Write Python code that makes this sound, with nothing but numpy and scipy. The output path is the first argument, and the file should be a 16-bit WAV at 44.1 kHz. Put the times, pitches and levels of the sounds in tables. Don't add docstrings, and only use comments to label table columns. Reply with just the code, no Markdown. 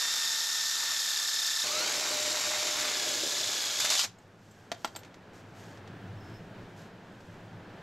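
import sys
import numpy as np
from scipy import signal
from scipy.fft import rfft, irfft, next_fast_len
from scipy.io import wavfile
from scipy.ndimage import uniform_filter1d, map_coordinates

SR = 44100
rng = np.random.default_rng(int(sys.argv[2]) if len(sys.argv) > 2 else 0)


def digitize_waveform(pressure):
    field = np.atleast_2d(pressure).T
    bounded = np.clip(field, -1, 1)
    quanta = np.round(bounded * 32767).astype(np.int16)
    wavfile.write(sys.argv[1], SR, quanta)


N = 344862
TIME = np.arange(N) / SR
BIT_CHANGE_S, OPENING_S, THROUGH_S, BRAKE_S, STOP_S = 1.638, 2.9, 3.8, 3.975, 4.048
TEETH, MOTOR_ORDER = 50, 99.43


def drill(full_whine_hz=1280):
    mesh_hz, bind, surge = drive()
    turn = 2 * np.pi * np.cumsum(mesh_hz * (1 + 0.001497 * wobble(25))) / (TEETH * SR)
    slow_fade = np.minimum(mesh_hz / full_whine_hz, 1) ** 4
    stopped_s = np.maximum(TIME - STOP_S, 0)
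    release = np.maximum(amp(-753 * stopped_s), amp(-27.5 - 123 * stopped_s))
    return release * (slow_fade * gearbox(turn, bind, surge) + cutting(turn))


# t/s, f/Hz
TWIST_MESH = [(0, 1812), (.35, 1797), (.9, 1791), (1.1, 1751), (1.63, 1755)]
STEP_MESH = [(1.97, 1790), (2.08, 1860), (2.25, 1875), (2.55, 1840), (2.97, 1695), (3.5, 1704),
             (3.66, 1665), (3.79, 1660), (3.82, 1765), (3.92, 1820), (3.97, 1760)]
def drive(spin_hz_per_s=2300, brake_hz_per_s=14000, crawl_hz=402):
    working_hz = per_bit(curves(TWIST_MESH)[0], curves(STEP_MESH)[0])
    spin_up_hz = per_bit(working_hz, 1010 + spin_hz_per_s * (TIME - BIT_CHANGE_S))
    braked_hz = np.maximum(working_hz - brake_hz_per_s * np.maximum(TIME - BRAKE_S, 0), crawl_hz)
    mesh_hz = np.minimum(spin_up_hz, braked_hz)
    surge = uniform_filter1d(1. * (mesh_hz < working_hz), size=512)
    no_load_hz, full_sag_hz = per_bit(1840.7, 1910), per_bit(114, 340)
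    bind = np.clip((no_load_hz - mesh_hz) / full_sag_hz, 0, 1) * (1 - surge)
    return mesh_hz, bind, surge


# multiple of the mesh rate, twist bit level/dB, step bit level/dB
GEAR_PARTIALS = [(.5, -10, -26), (1, 2, -5), (2, -5, -7), (3, -0.5, -3), (4, -17, -1.5), (5, -14.5, -14.5)]
# f/Hz, level/dB
SHELL_RESPONSE = [(500, -11), (900, -7.5), (1280, 3.5), (1550, -1.5), (1800, -6.5), (2400, -6), (3000, 0),
                  (3400, 0), (3850, 3.5), (4300, 6), (5000, -1), (7500, -5.5)]
def gearbox(turn, bind, surge, flute_depth=0.25, catch_db=7, catch_rad=.8):
    catch = bind * np.cos(turn)
    load = (1 + flute_depth * np.cos(2 * turn)) * amp(catch_db * catch)
    load /= np.sqrt(uniform_filter1d(load ** 2, size=4096))
    mesh = TEETH * turn + per_bit(0.69, .12) * np.sin(2 * turn) + catch_rad * catch
    rough = per_bit(.15, .64) * (1 - surge) + .3 * surge
    whine = np.zeros(N)
    for order, twist_db, step_db in GEAR_PARTIALS:
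        rattle = rough * (wobble(170) + 1j * wobble(170))
        tooth = np.real((1 + rattle) * np.exp(1j * order * mesh)) / np.sqrt(1 / 2 + rough ** 2)
        whine += amp(per_bit(twist_db, step_db)) * tooth
    motor = np.sqrt(2) * np.sin(MOTOR_ORDER * turn + rough * wobble(90))
    motor_db = per_bit(-31.5, -61) + per_bit(-33.5, 18.5) * bind
    motor_db += 8.5 * surge + 15 * (TIME > THROUGH_S)
    gears = load * whine + amp(per_bit(1.5, -1)) * bind ** 1.02 * squeal(turn)
    gear_db = -40.5 - 0.5 * bind
    return coloured(amp(gear_db) * gears + amp(motor_db) * motor, SHELL_RESPONSE)


def squeal(turn):
    jam = np.cos(turn + 2 + .1 * wobble(30)) - 1
    burst = np.exp(9 * jam) * amp(14 + 1.2 * wobble(30))
    return burst * np.sin(2 * (TEETH + 2) * turn + 9 * jam + .8 * wobble(500))


# f/Hz, level/dB
TWIST_CHIPS = [(1800, -41), (2600, -30), (3100, -8.5), (3500, -7.5), (4200, -4), (5200, -1.5), (6000, -5),
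               (6900, -2.5), (7600, -6.5), (9450, -21.5), (11700, -12.5), (13200, -23), (15600, -36.5)]
STEP_CHIPS = [(1530, -32), (2600, -8.5), (3070, -1), (3330, -3.5), (3810, 1.5), (4730, 1), (5100, 0),
              (6150, 0), (6830, 0.5), (7310, -1), (9650, -18), (11500, -10), (15600, -36)]
TWIST_SCRAPE = [(100, -20), (300, -12), (550, -10), (750, -6), (1050, -4.5), (1250, 2.5), (1900, 1.5),
                (2400, -2.5), (2800, 2), (3400, -38)]
STEP_SCRAPE = [(150, -21), (400, -14), (700, 1.5), (1100, 1), (1400, 3), (1900, 1), (2230, 5), (2500, 2.5),
               (2800, 0), (3400, -25)]
# t/s, hiss level/dB, scrape level/dB
SNAGS = [(3.801, -29.5, -35.5), (3.846, -31.5, -35.5), (3.902, -26, -29), (3.925, -33, -39),
         (3.951, -33, -45), (3.977, -35, -61), (3.992, -28, -38), (4.036, -52, -40)]
def cutting(turn):
    opened = np.clip((TIME - OPENING_S) / 0.34, 0, 1)
    hiss = amp(per_bit(-32.5, -33) - 0.5 * opened + 1 * (TIME > THROUGH_S))
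    hand_pressure_db = wobble(6.99)
    grind = amp(per_bit(-43.5, -39) - 4 * opened + hand_pressure_db)
    bite = (1 + 0.021 * np.cos(2 * turn) + 0.034 * np.cos(turn)) * amp(0.31 * wobble(70))
    chips = per_bit(step=noise(STEP_CHIPS, grain_db=1.8), twist=noise(TWIST_CHIPS, grain_db=1.8))
    scrape = per_bit(step=noise(STEP_SCRAPE, grain_db=3), twist=noise(TWIST_SCRAPE, grain_db=1.5))
    times, hiss_db, scrape_db = np.transpose(SNAGS)
    snags = strikes(times, hiss_db, t60=0.1) * chips + strikes(times, scrape_db, t60=0.1) * scrape
    return bite * (hiss * chips + grind * scrape) + snags + workpiece()


# t/s, relative level/dB
ANGLE_HUM = [(1.66, -51), (1.77, -44), (1.88, -53), (2.26, -42.5), (2.42, -58), (2.48, -44), (3.04, -50.5),
             (3.08, -44), (3.32, -64), (3.51, -48), (3.57, -67), (3.94, -50)]
PLANK_GROAN = [(1.66, -51.5), (1.68, -50), (2.75, -52.5), (3.27, -45), (3.31, -50), (3.88, -56.5),
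               (3.92, -50), (3.97, -59)]
# f/Hz, level/dB
PLANK_SPECTRUM = [(100, -53), (230, -8), (320, 1.5), (480, -2), (600, 2), (900, -29.5)]
def workpiece(bending_hz=605, hum_db=1, groan_db=2.5):
    bending = unit(amp(2.2 * wobble(35)) * np.sin(2 * np.pi * bending_hz * TIME + wobble(22)))
    hum = amp(curves(ANGLE_HUM)[0] + hum_db) * bending
    groan = amp(curves(PLANK_GROAN)[0] + groan_db) * noise(PLANK_SPECTRUM, grain_db=5)
    return (hum + groan) * ((TIME > BIT_CHANGE_S) & (TIME < BRAKE_S))


# t/s, then relative level/dB of the case, the metal ring and the crack
CONTACTS = [(4.048, -39.5, -53, -31), (4.185, -75, -56, -55), (4.5108, -70, -60, -54),
            (4.717, -23, -46.5, -27), (4.8459, -22, -34, -24), (4.951, -38, -62, -48),
            (4.961, -38, -35.5, -34.5), (5.033, -60, -65, -46), (5.048, -54, -60, -47),
            (5.142, -56, -66, -45), (5.774, -62, -74, -51), (5.875, -56, -72, -47), (7.2053, -62, -70, -50)]
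# f/Hz, level/dB, t60/s
CASE_MODES = [(245, -13, 0.051), (312, -11, 0.081), (393, -10, 0.042), (530, -7.5, 0.041),
              (678, -0.5, 0.036), (830, 2, 0.029), (1030, -6.5, 0.026), (1370, -1.5, 0.028),
              (1820, -14, 0.027), (2560, -17, 0.027), (3200, -3.5, 0.021), (3500, -7, 0.017),
              (3970, -8, 0.018), (4620, -1.5, 0.023), (5550, -17, 0.025)]
BIT_MODES = [(4100, -12, .05), (6750, -3, .04), (7600, 1, 0.066), (7830, -6, .06), (8240, -2, 0.038),
             (13300, -6.5, 0.071), (13480, -10, .03), (14750, -12, .03)]
# f/Hz, level/dB
CRACK = [(200, -24), (700, 8.5), (3000, 6.0), (6500, 1), (8200, -8.5), (9700, -17), (12000, -16),
         (15500, -28)]
def knocks(modes_db=-6, crack_db=-3.5, contact_s=0.0012, rebound_s=.028):
    out, t = np.zeros(N), np.arange(SR // 10) / SR
    onset = 1 - np.exp(-t / contact_s)
    rebounds = [(s + rebound_s, case - 20, bit - 17, crack - 17) for s, case, bit, crack in CONTACTS]
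    contacts = list(CONTACTS) + rebounds
    for s, case_db, bit_db, _ in contacts:
        case = amp(case_db + modes_db) * ring(CASE_MODES, t)
        bit = amp(bit_db + modes_db) * ring(BIT_MODES, t)
        start = round(s * SR)
        out[start:start + len(t)] += onset * (case + bit)
    times, _, _, levels_db = np.transpose(contacts)
    cracks = uniform_filter1d(strikes(times, levels_db, t60=0.047), size=48)
    return out + amp(crack_db) * cracks * noise(CRACK, grain_db=2)


# t/s, length/s, level/dB
HAND_STROKES = [(4.38, 0.46, -69), (4.76, 0.34, -63), (5.33, 0.11, -62), (5.54, 0.27, -60), (6.22, .3, -69),
                (6.76, 0.13, -61)]
THUMB_STROKES = [(6.17, .24, -68), (6.34, .06, -67)]
# f/Hz, level/dB
SLIDE_SPECTRUM = [(1500, -4.5), (3500, -2.5), (6800, -2), (8200, -6.5), (9700, -18), (11700, -10),
                  (15000, -26)]
# f/Hz, width/Hz, level/dB
EDGE_MODES = [(5260, 320, 6), (12000, 600, -12)]
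def hands(rustle_from_s=4.2):
    rustle = amp(-73.5 + 2.5 * wobble(4.6)) * (TIME > rustle_from_s)
    brushing = np.hypot(strokes(HAND_STROKES), rustle) * noise(SLIDE_SPECTRUM, grain_db=2)
    return brushing + strokes(THUMB_STROKES) * rubbed(EDGE_MODES)


# t/s, then relative level/dB of the rumble and of the air
AMBIENCE = [(4.15, -65.5, -63), (5.2, -62.5, -57.5), (5.63, -58, -55), (6.08, -52, -53), (6.23, -53, -53.5),
            (6.58, -55, -54), (7.03, -60, -56.5), (7.48, -56, -55), (7.8, -57, -53.5)]
# f/Hz, level/dB
RUMBLE_SPECTRUM = [(25, -10.5), (40, -13), (60, -20.5), (80, -9), (103, 4.5), (118, 1.5), (138, -6.5),
                   (167, 1), (205, -1.5), (250, -15), (330, -18), (450, -55)]
AIR_SPECTRUM = [(150, -14), (250, 1), (310, 1), (390, 1), (500, -1.5), (660, -1.5), (910, -5), (1170, -9),
                (1620, -6), (2150, -13.5), (3200, -17), (5300, -26.5), (9700, -41), (15600, -47)]
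def outdoors(rumble_db=6, air_db=3):
    low_db, wash_db = curves(AMBIENCE) + per_bit(-14, -2) * (TIME < STOP_S)
    rumble = amp(low_db + rumble_db + .7 * wobble(14)) * noise(RUMBLE_SPECTRUM)
    air = amp(wash_db + air_db + 0.79 * wobble(7.9)) * noise(AIR_SPECTRUM)
    return rumble + air


# f/Hz, t60/s
YARD_DECAY = [(200, 0.25), (2000, 0.23), (6000, 0.17), (13000, 0.14)]
def yard(x):
    hz, t, spectra = signal.stft(rng.standard_normal(SR // 2), SR, nperseg=256)
    decay = amp(-60 * t / along(YARD_DECAY, hz)[:, None])
    tail = signal.istft(spectra * decay, SR, nperseg=256)[1]
    return signal.fftconvolve(x, np.pad(tail / np.linalg.norm(tail), (SR // 200, 0)))[:N]


def spread(mid, width):
    side = coloured(yard(mid), width)
    return np.array([mid + side, mid - side])


def per_bit(twist, step):
    return np.where(TIME > BIT_CHANGE_S, step, twist)


def strikes(times, levels_db, t60):
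    blows = np.zeros(N)
    blows[np.round(times * SR).astype(int)] = amp(levels_db)
    return signal.lfilter([1], [1, -amp(-60 / (t60 * SR))], blows)


def ring(modes, t, scatter_db=4.5):
    out = np.zeros(len(t))
    for hz, db, t60 in modes:
        envelope = amp(db + scatter_db * rng.standard_normal() - 60 * t / t60)
        out += envelope * rng.choice([-1, 1]) * np.sin(2 * np.pi * hz * t)
    return out


def strokes(rows, rise_share=0.16):
    return sum(amp(db) * np.sqrt(np.interp((TIME - s) / length, [0, rise_share, 1], [0, 1, 0]))
               for s, length, db in rows)


def rubbed(modes):
    def response(hz):
        return sum(amp(db) * (1j * hz * width / (centre ** 2 - hz ** 2 + 1j * hz * width)) ** 2
                   for centre, width, db in modes)
    return unit(filtered(rng.standard_normal(N), response))


def noise(spectrum, grain_db=0):
    bursts = rng.standard_normal(N) * amp(grain_db * np.minimum(wobble(1000), 2))
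    return unit(coloured(bursts, spectrum))


def wobble(rate):
    return map_coordinates(rng.standard_normal(int(N * rate / SR) + 4), [TIME * rate])


def coloured(x, spectrum):
    return filtered(x, lambda hz: amp(along(spectrum, hz)))


def filtered(x, response):
    size = next_fast_len(N + 8192)
    return irfft(rfft(x, size) * response(np.fft.rfftfreq(size, 1 / SR)), size)[..., :N]


def along(points, hz):
    knots_hz, values = np.transpose(points)
    return np.interp(np.log(hz + 1), np.log(knots_hz + 1), values)


def curves(rows):
    times, *columns = np.transpose(rows)
    return [np.interp(TIME, times, column) for column in columns]


def amp(db):
    return 10 ** (np.asarray(db) / 20)


def unit(x):
    return x / np.sqrt(np.mean(np.abs(x) ** 2) + 1e-20)


# f/Hz, side level/dB
NEAR_WIDTH = [(60, -21), (200, -22.5), (380, -21), (700, -17), (1400, -26.5), (3000, -28), (5000, -23.5),
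              (9000, -13.5), (12000, -41)]
FAR_WIDTH = [(110, -46), (200, -40), (380, -23), (700, -16.5), (1300, -15), (8000, -11.5), (13000, -16)]
def scene():
    near = drill() + knocks() + hands()
    return spread(near + amp(-15.5) * yard(near), NEAR_WIDTH) + spread(outdoors(), FAR_WIDTH)


def record(dry, top_hz=15750):
    return filtered(dry, lambda hz: hz < top_hz)


dry = scene()
out = record(dry)
digitize_waveform(out)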